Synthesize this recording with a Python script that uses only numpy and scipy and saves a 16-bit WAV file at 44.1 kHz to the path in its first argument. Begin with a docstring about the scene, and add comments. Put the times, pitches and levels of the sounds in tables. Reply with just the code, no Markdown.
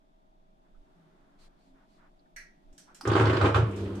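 """Faint scuffs and rustles come first, over the quiet air of a small, hard-walled room.
Then a washing machine, heard from a hand-held camera at its panel, snaps its ringing door lock.
A relay (an electric switch) clicks and the drain pump kicks in. Its rotor, the spinning part,
knocks about and shakes the cabinet for half a second, then falls in step with the mains power
and hums while the water gurgles."""
import sys
import numpy as np
from scipy import signal
from scipy.fft import rfft, irfft
from scipy.io import wavfile

SR = 44100
rng = np.random.default_rng(int(sys.argv[2]) if len(sys.argv) > 2 else 0)


def generate_wav(signal):
    """Clip the signal to [-1, 1] and save it as 16-bit WAV at the path in sys.argv[1]."""
    frames = np.transpose(np.atleast_2d(signal))
    scaled = np.clip(frames, -1, 1) * 32767
    pcm = np.round(scaled).astype(np.int16)
    wavfile.write(sys.argv[1], SR, pcm)


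N = 176400
T = np.arange(N) / SR


def amp(db):
    """Turns decibels into a gain."""
    return 10 ** (np.asarray(db) / 20)


def unit(x):
    """Scales a signal to an average strength (rms) of 1."""
    return x / np.sqrt(np.mean(x ** 2) + 1e-20)


def read(points, hz):
    """Looks up a table on a log-frequency axis."""
    f, value = np.transpose(points)
    return np.interp(np.log(hz + 1), np.log(f + 1), value)


def level(points):
    """Gain over time from (t/s, level/dB) points."""
    return amp(np.interp(T, *np.transpose(points)))


def add(mix, s, sound):
    """Mixes a sound in at time s."""
    part = mix[..., round(s * SR):][..., :sound.shape[-1]]
    part += sound[..., :part.shape[-1]]


def drift(rate_hz):
    """A slow random wobble."""
    spectrum = rfft(rng.standard_normal(N))
    return unit(irfft(spectrum / (1 + (np.fft.rfftfreq(N, 1 / SR) / rate_hz) ** 4), N))


def swell(s, length):
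    """A rounded rise and fall."""
    return np.sqrt(abs(np.sin(np.pi * np.clip((T - s) / length, 0, 1))))


def wavering(hz, wander_hz):
    """A tone with unsteady pitch."""
    pitch = hz + wander_hz * drift(rate_hz=12.3)
    return np.sqrt(2) * np.sin(2 * np.pi * np.cumsum(pitch) / SR)


# How alike left and right are: f/Hz, likeness (1 = the same)
LIKENESS = [(130, 0.94), (290, 0.97), (420, 0.91), (650, 0.34), (1200, 0.18), (3000, 0.085)]
def diffuse(size):
    """White noise at two microphones, alike in the bass."""
    a, b = rfft(rng.standard_normal((2, size)))
    same = np.clip(read(LIKENESS, np.fft.rfftfreq(size, 1 / SR)), -1, 1)
    mid, side = a * np.sqrt((1 + same) / 2), b * np.sqrt((1 - same) / 2)
    return irfft(np.array([mid + side, mid - side]), size)


def noise(spectrum):
    """Stereo noise with a given colour, that is, a balance of low and high."""
    gain = amp(read(spectrum, np.fft.rfftfreq(N, 1 / SR)))
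    return unit(irfft(rfft(diffuse(N)) * gain, N))


def colour(x, spectrum, size=4096):
    """Gives a sound a colour without smearing it back in time."""
    log_gain = np.log(amp(read(spectrum, abs(np.fft.fftfreq(size, 1 / SR)))))
    response = np.fft.ifft(np.exp(np.conj(signal.hilbert(log_gain)))).real[:size // 2]
    return signal.oaconvolve(x, response[None] / np.linalg.norm(response), axes=1)[:, :N]


# The room's echo: f/Hz, time to fade by 60 dB/s
ROOM_FADE = [(100, 0.42), (400, 0.38), (1500, 0.39), (5000, 0.34), (12000, 0.23)]
def room(x, wet_db, size=22050):
    """Hard walls add a dense echo, wet_db above the direct sound; its treble dies first."""
    hz, t, slices = signal.stft(diffuse(size), SR, nperseg=256)
    fade = amp(-60 * t / read(ROOM_FADE, hz)[:, None])
    echo = signal.istft(slices * fade, SR, nperseg=256)[1]
    echo *= amp(wet_db) / np.linalg.norm(echo[0])
    echo[:, 0] += 1  # the direct sound
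    return signal.fftconvolve(x[None], echo / np.linalg.norm(echo[0]), axes=1)[:, :N]


def strikes(rows, contact_s, size=600):
    """One short gritty hit for each (t/s, level/dB) row, no two alike."""
    out = np.zeros(N)
    fade = np.exp(-np.arange(size) / SR / contact_s)
    for s, db in rows:
        spectrum = rfft(rng.standard_normal(size) * fade, 2 * size)
        grit = irfft(spectrum / np.sqrt(abs(spectrum)))[:size]  # evens out the colour
        add(out, s, amp(db) * grit / np.linalg.norm(grit))
    return out


def ring(x, modes, size=26000):
    """A struck part rings with fading tones, a little out of step at the two microphones."""
    t, out = np.arange(size) / SR, np.zeros((2, size))
    for hz, db, fade_s in modes:
        apart = np.arccos(np.clip(read(LIKENESS, hz), -1, 1)) * rng.choice([-.5, .5])
        out += amp(db - 60 * t / fade_s) * np.sin(2 * np.pi * hz * t + np.array([[apart], [-apart]]))
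    return signal.fftconvolve(x[None], out, axes=1)[:, :N]


def rubs(rows, spectrum):
    """Soft swells of rubbing noise."""
    return sum(amp(db) * swell(s, length) for s, length, db in rows) * noise(spectrum)


def bursts(rows, octaves, attack_s, size=13230):
    """A quickly dying band of noise for each row."""
    t, hz, out = np.arange(size) / SR, np.fft.rfftfreq(size, 1 / SR), np.zeros((2, N))
    for s, centre_hz, db, decay_s in rows:
        band = np.exp(-(np.log2((hz + 1) / centre_hz) / octaves) ** 2)
        hiss = unit(irfft(rfft(diffuse(size)) * band, size))
        shape = np.minimum(t / attack_s, 1) * np.exp(-np.maximum(t - attack_s, 0) / decay_s)
        add(out, s, amp(db) * hiss * shape)
    return out


# Colour of the air, and of its part that differs left and right: f/Hz, level/dB
AIR_COLOUR = [(65, -40), (110, -12.5), (179, -2.5), (263, -7.5), (291, -2.5), (322, -9.5), (357, -5),
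              (474, -20), (642, -9), (682, -10.5), (1020, -23.5), (2710, -29.5), (3530, -27.5), (3980, -31),
              (14000, -47)]
WIDE_COLOUR = [(60, -38), (150, 1), (300, -6), (450, -8.5), (850, -1), (1130, -10), (2500, -28.5),
               (6000, -45.5)]
# Loudness of the air: t/s, level/dB
AIR_LEVEL = [(0, -70), (.55, -70), (1, -65.5), (1.5, -67.5), (1.8, -66), (2.4, -68.5), (3, -63.5)]
# Lasting tones: f/Hz, level/dB
AIR_TONES = [(636, -79.5), (3400, -98), (3639, -98)]
# Brief low drones: t/s, length/s, f/Hz, level/dB
DRONES = [(0.945, 0.17, 167, -65), (1.645, 0.16, 266.5, -64.5), (2.603, 0.22, 278.6, -69)]
def room_air():
    """A soft rush of air with faint tones and drones in it."""
    tones = sum(amp(db) * wavering(hz, wander_hz=2.58) for hz, db in AIR_TONES)
    drones = sum(amp(db) * swell(s, length) * wavering(hz, wander_hz=7.6)
                 for s, length, hz, db in DRONES)
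    air = level(AIR_LEVEL) * noise(AIR_COLOUR)
    wide = amp(-70) * noise(WIDE_COLOUR)[0] * np.array([[1], [-1]])
    return air + wide + tones + drones


# Bumps of the hand: t/s, length/s, level/dB
BUMPS = [(.72, 0.13, -50.5), (1.26, 0.32, -59), (2.64, 0.1, -51)]
# Their colour: f/Hz, level/dB
HAND_COLOUR = [(8, -16), (22, -2), (30, -6.5), (42, -23), (90, -42.5), (1000, -100)]
def hand_rumble():
    """The hand on the camera makes low bumps and a steady rumble."""
    return rubs(BUMPS, HAND_COLOUR) + amp(-64) * noise(HAND_COLOUR)


# Rustles and scuffs: t/s, length/s, level/dB
RUSTLES = [(1.385, .1, -64.5), (1.57, 0.15, -76), (1.88, 0.13, -74)]
SCUFFS = [(.63, 0.077, -75), (.8, 0.87, -73), (1.74, 0.13, -68.5), (1.97, .13, -64.5), (2.87, 0.076, -62.5)]
# Their colours: f/Hz, level/dB
RUSTLE_COLOUR = [(600, 0.5), (3700, -2.5), (4250, 5.5), (5300, -5.5), (8500, -8), (13000, -21)]
SCUFF_COLOUR = [(400, -6), (800, 5), (1450, 4.5), (2200, -5.5), (3500, -23), (5000, -25.5), (12000, -44)]
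def rustles_and_scuffs():
    """Light rubbing makes bright rustles and duller scuffs."""
    return rubs(RUSTLES, RUSTLE_COLOUR) + rubs(SCUFFS, SCUFF_COLOUR)


# Ticks: t/s, level/dB
TICKS = [(2.727, -39.5), (2.779, -23), (2.946, -23.5), (3.71, -34), (3.76, -25), (3.80, -32), (3.84, -36),
         (3.952, -28.5)]
# Their colour: f/Hz, level/dB
TICK_COLOUR = [(500, -23), (1500, -8), (4600, -9), (5600, -0.5), (6600, -6.5), (8300, -5), (10000, -12),
               (13000, -18.5), (14500, -40)]
# Taps: t/s, f/Hz, level/dB, decay/s
TAPS = [(.745, 1360, -68.5, 0.012), (2.191, 4340, -68.5, .008), (2.256, 1580, -68.5, .008),
        (2.873, 940, -62.5, 0.038), (2.885, 1357, -62.5, 0.075)]
def ticks_and_taps():
    """Light plastic ticks echo in the room, among faint pitched taps."""
    ticks = colour(room(strikes(TICKS, contact_s=.002), wet_db=19), TICK_COLOUR)
    return ticks + bursts(TAPS, octaves=0.19, attack_s=0.0027)


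# Hits of the lock: t/s, level/dB
LOCK_HITS = [(2.3625, 3.5), (2.366, 0.5), (2.372, -5.5)]
# Their colour: f/Hz, level/dB
LOCK_COLOUR = [(600, -42), (1250, -17.5), (1600, -1.5), (1900, 0), (2400, -5.5), (3000, -27), (3800, -25),
               (4400, -12.5), (4900, -22), (5900, -9.5), (6900, -24), (9500, -23.5), (14000, -34)]
# The lock's ringing tones: f/Hz, level/dB, time to fade by 60 dB/s
LOCK_TONES = [(1663, -16, .3), (1890, 4.5, 0.43), (2060, 4, .17), (2353, -7, 0.2), (4290, -22, .24),
              (5440, -16, .23), (6078, -18, .2)]
def door_lock():
    """The lock snaps shut in three quick hits that set it ringing."""
    hits = strikes(LOCK_HITS, contact_s=0.0011)
    snap = colour(room(hits, wet_db=9), LOCK_COLOUR)
    return amp(-18) * snap + amp(-57) * ring(hits, LOCK_TONES)


# Colour of the relay's click: f/Hz, level/dB
RELAY_COLOUR = [(300, -23), (800, 6.5), (1300, 7), (2200, -7), (4000, -6.5), (5000, 8.5), (5400, -1),
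                (5900, 0), (6700, -13), (9400, -2.5), (11000, -20), (14000, -15)]
def relay(at_s=3.0105, db=-15.5):
    """The pump's switch closes with one click."""
    hit = strikes([(at_s, db)], contact_s=0.0058)
    return colour(room(hit, wet_db=-1), RELAY_COLOUR)


def motor_strain(at_s=3.033, length_s=0.022):
    """The motor groans briefly before the rotor breaks free."""
    return amp(-46.5) * swell(at_s, length_s) * wavering(hz=321, wander_hz=25.4)


# Sharp cracks: t/s, f/Hz, level/dB
CRACKS = [(3.074, 6000, -41), (3.1, 2800, -39.5), (3.132, 3400, -37.5), (3.153, 3000, -37),
          (3.163, 2200, -32.5), (3.197, 2300, -33.5), (3.254, 3700, -37.5), (3.297, 2600, -36),
          (3.367, 3200, -36.5), (3.41, 3300, -42), (3.456, 2500, -31), (3.544, 2600, -34),
          (3.561, 7500, -55)]
# Gurgles: t/s, f/Hz, level/dB, decay/s
GURGLES = [(3.725, 2390, -54.5, 0.085), (3.77, 3750, -56.5, 0.12), (3.785, 1470, -51, .02),
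           (3.853, 2100, -50, 0.018)]
def cracks_and_gurgles(crack_decay_s=0.013):
    """Sharp cracks sound with the rotor's knocks as the pump starts, then the water gurgles softly."""
    cracks = bursts([(*row, crack_decay_s) for row in CRACKS], octaves=0.61, attack_s=.0015)
    return cracks + bursts(GURGLES, octaves=0.56, attack_s=0.0084)


# Tones of the hum: multiple of the mains frequency, level/dB
HUM_TONES = [(2, -40.5), (4, -40), (6, -54), (7, -50), (8, -45.5), (9, -52.5), (12, -62.5)]
# Colour of the churning water: f/Hz, level/dB
CHURN_COLOUR = [(20, -22), (40, -21), (65, -3), (100, -1), (150, -8.5), (240, -6), (330, 0), (420, -3),
                (520, -9.5), (700, -18), (1300, -20), (2100, -30.5), (3200, -30), (4200, -40),
                (5500, -47.5), (8500, -46), (14000, -56)]
def pump_running(mains_hz=49.37, in_step_s=3.66, settle_s=0.028, waver_db=2.5, flicker_db=0.64):
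    """In step with the mains, the pump hums and churns a little water."""
    hum = np.zeros(N)
    for multiple, db in HUM_TONES:
        gain = np.sqrt(2) * amp(db + waver_db * drift(rate_hz=8.1))
        hum += gain * np.sin(2 * np.pi * (multiple * mains_hz * T + rng.random()))
    churn = amp(-38.5 + flicker_db * drift(rate_hz=64)) * noise(CHURN_COLOUR)
    fade_in = np.clip((T - in_step_s) / settle_s + .5, 0, 1)
    return fade_in * (hum + churn)


# Loudness of the boom: t/s, level/dB
BOOM_LEVEL = [(3.055, -69), (3.075, -26), (3.15, -29.5), (3.22, -23), (3.28, -24), (3.35, -31.5),
              (3.39, -32), (3.44, -21.5), (3.51, -32.5), (3.565, -22.5), (3.645, -23.5), (3.685, -35),
              (3.73, -72)]
# Colour of the shaking: f/Hz, level/dB
SHAKE_COLOUR = [(30, -30), (52, -23), (66, -15), (80, 2.5), (100, -3.5), (125, -4.5), (145, -2.5),
                (170, -20), (260, -42), (2000, -100)]
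def cabinet_boom(hz=106, wander=0.0367):
    """The rattling pump shakes the cabinet at its lowest natural note."""
    cycles = np.cumsum(hz * (1 + wander * drift(rate_hz=19.2))) / SR
    note = np.sqrt(2) * np.sin(2 * np.pi * cycles)
    started = T > BOOM_LEVEL[0][0]
    return level(BOOM_LEVEL) * started * (note + amp(-6.5) * noise(SHAKE_COLOUR))


# Loudness of the chatter: t/s, level/dB
CHATTER_LEVEL = [(3.05, -46), (3.065, -2.5), (3.14, -3), (3.19, 0), (3.24, 0.5), (3.39, -1.5), (3.47, 1),
                 (3.53, -16), (3.57, -14), (3.63, -19), (3.70, -20)]
def rotor_chatter(hits_per_s=480, spread_db=2.2):
    """The loose rotor makes tiny random hits between its knocks."""
    running = (T > CHATTER_LEVEL[0][0]) & (T < CHATTER_LEVEL[-1][0])
    hits = (rng.random(N) < hits_per_s / SR) * rng.choice([-1, 1], N)
    strength = amp(-16 + spread_db * np.clip(rng.standard_normal(N), -2, 2))
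    return hits * running * level(CHATTER_LEVEL) * strength


# Knocks: t/s, clack and edge level/dB, thud level/dB
KNOCKS = [(3.053, -8, -8.5), (3.074, -4.5, 5.5), (3.083, -13.5, -3), (3.097, -10.5, -7), (3.116, 0, 1),
          (3.153, 1.5, -3.5), (3.164, -1, 3), (3.178, -1, -17), (3.197, -0.5, 2.5), (3.209, 1, 3.5),
          (3.24, -18, -3.5), (3.27, 0, -3), (3.297, -1.5, -5), (3.331, -1, -6), (3.345, -8, -3),
          (3.369, -4, -8), (3.413, 2.5, -21), (3.435, -4, 3), (3.447, -2, 0), (3.457, -1.5, -3),
          (3.47, -6, 4), (3.545, 2, -7), (3.559, 1.5, -2.5), (3.58, -24, -3.5), (3.603, -23, -5)]
# Colours of a knock's middle clack, low thud and bright edge: f/Hz, level/dB
CLACK_COLOUR = [(30, -60.5), (400, -26), (560, -5), (680, -6), (850, -4.5), (1080, -3), (1350, -3),
                (1600, -8), (2100, -12.5), (3100, -19.5), (4200, -28.5), (8000, -51), (14000, -81)]
THUD_COLOUR = [(90, -27.5), (140, -6.5), (240, -12.5), (310, -1.5), (370, 0), (480, -7.5), (600, -15.5),
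               (1000, -54.5), (6000, -93)]
EDGE_COLOUR = [(100, -42.5), (1200, -25), (2500, 2.5), (3600, -2.5), (5000, -9), (7000, -13), (9000, -16),
               (10200, -28.5), (12300, -28), (14400, -48)]
# The cabinet panels' ringing tones: f/Hz, level/dB, time to fade by 60 dB/s
PANEL_TONES = [(335, -2, 0.16), (372.5, 0.5, 0.34), (456, -3, 0.7), (601, -5.5, 0.13), (646, -0.5, 0.36),
               (1108, 1, 0.23), (1220, 4.5, 0.2), (1346, 3, 0.19), (1530, -0.5, 0.11)]
def pump_rattle(contact_s=.0012):
    """The rotor hits its stops and chatters; the housing clacks and thuds, and the panels ring."""
    chatter = rotor_chatter()
    times, clack_db, thud_db = np.transpose(KNOCKS)
    clack = strikes(zip(times, clack_db), contact_s) + chatter
    thud = strikes(zip(times, thud_db), contact_s) + amp(1) * chatter
    edge = strikes(zip(times, clack_db), contact_s) + amp(-9) * chatter
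    return (amp(-1.5) * colour(room(clack, wet_db=10), CLACK_COLOUR)
            + amp(1) * colour(room(thud, wet_db=2), THUD_COLOUR)
            + amp(-13.5) * colour(room(edge, wet_db=21), EDGE_COLOUR)
            + amp(-36) * ring(clack, PANEL_TONES))


# Where the machine is heard: f/Hz, right minus left level/dB
BALANCE = [(200, 0), (400, 0.5), (1000, 3.5), (2300, 0), (4200, 2), (7700, 5), (12500, -2.5)]
def scene():
    """The machine stands a little to the right, with the quiet background around it."""
    pump = motor_strain() + pump_rattle() + cracks_and_gurgles() + cabinet_boom() + pump_running()
    machine = pump + door_lock() + ticks_and_taps() + relay()
    hz, _, slices = signal.stft(machine, SR, nperseg=512)
    lean_db = read(BALANCE, hz)[:, None] / 2
    machine = signal.istft(slices * amp([-lean_db, lean_db]), SR, nperseg=512)[1][:, :N]
    return machine + rustles_and_scuffs() + room_air() + hand_rumble()


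def record(dry, cutoff_hz=14450):
    """The camera cuts off the highest treble."""
    low_pass = signal.firwin(511, cutoff_hz, window=("kaiser", 9), fs=SR)
    return signal.oaconvolve(dry, low_pass[None], "same")


dry = scene()
out = record(dry)
generate_wav(out)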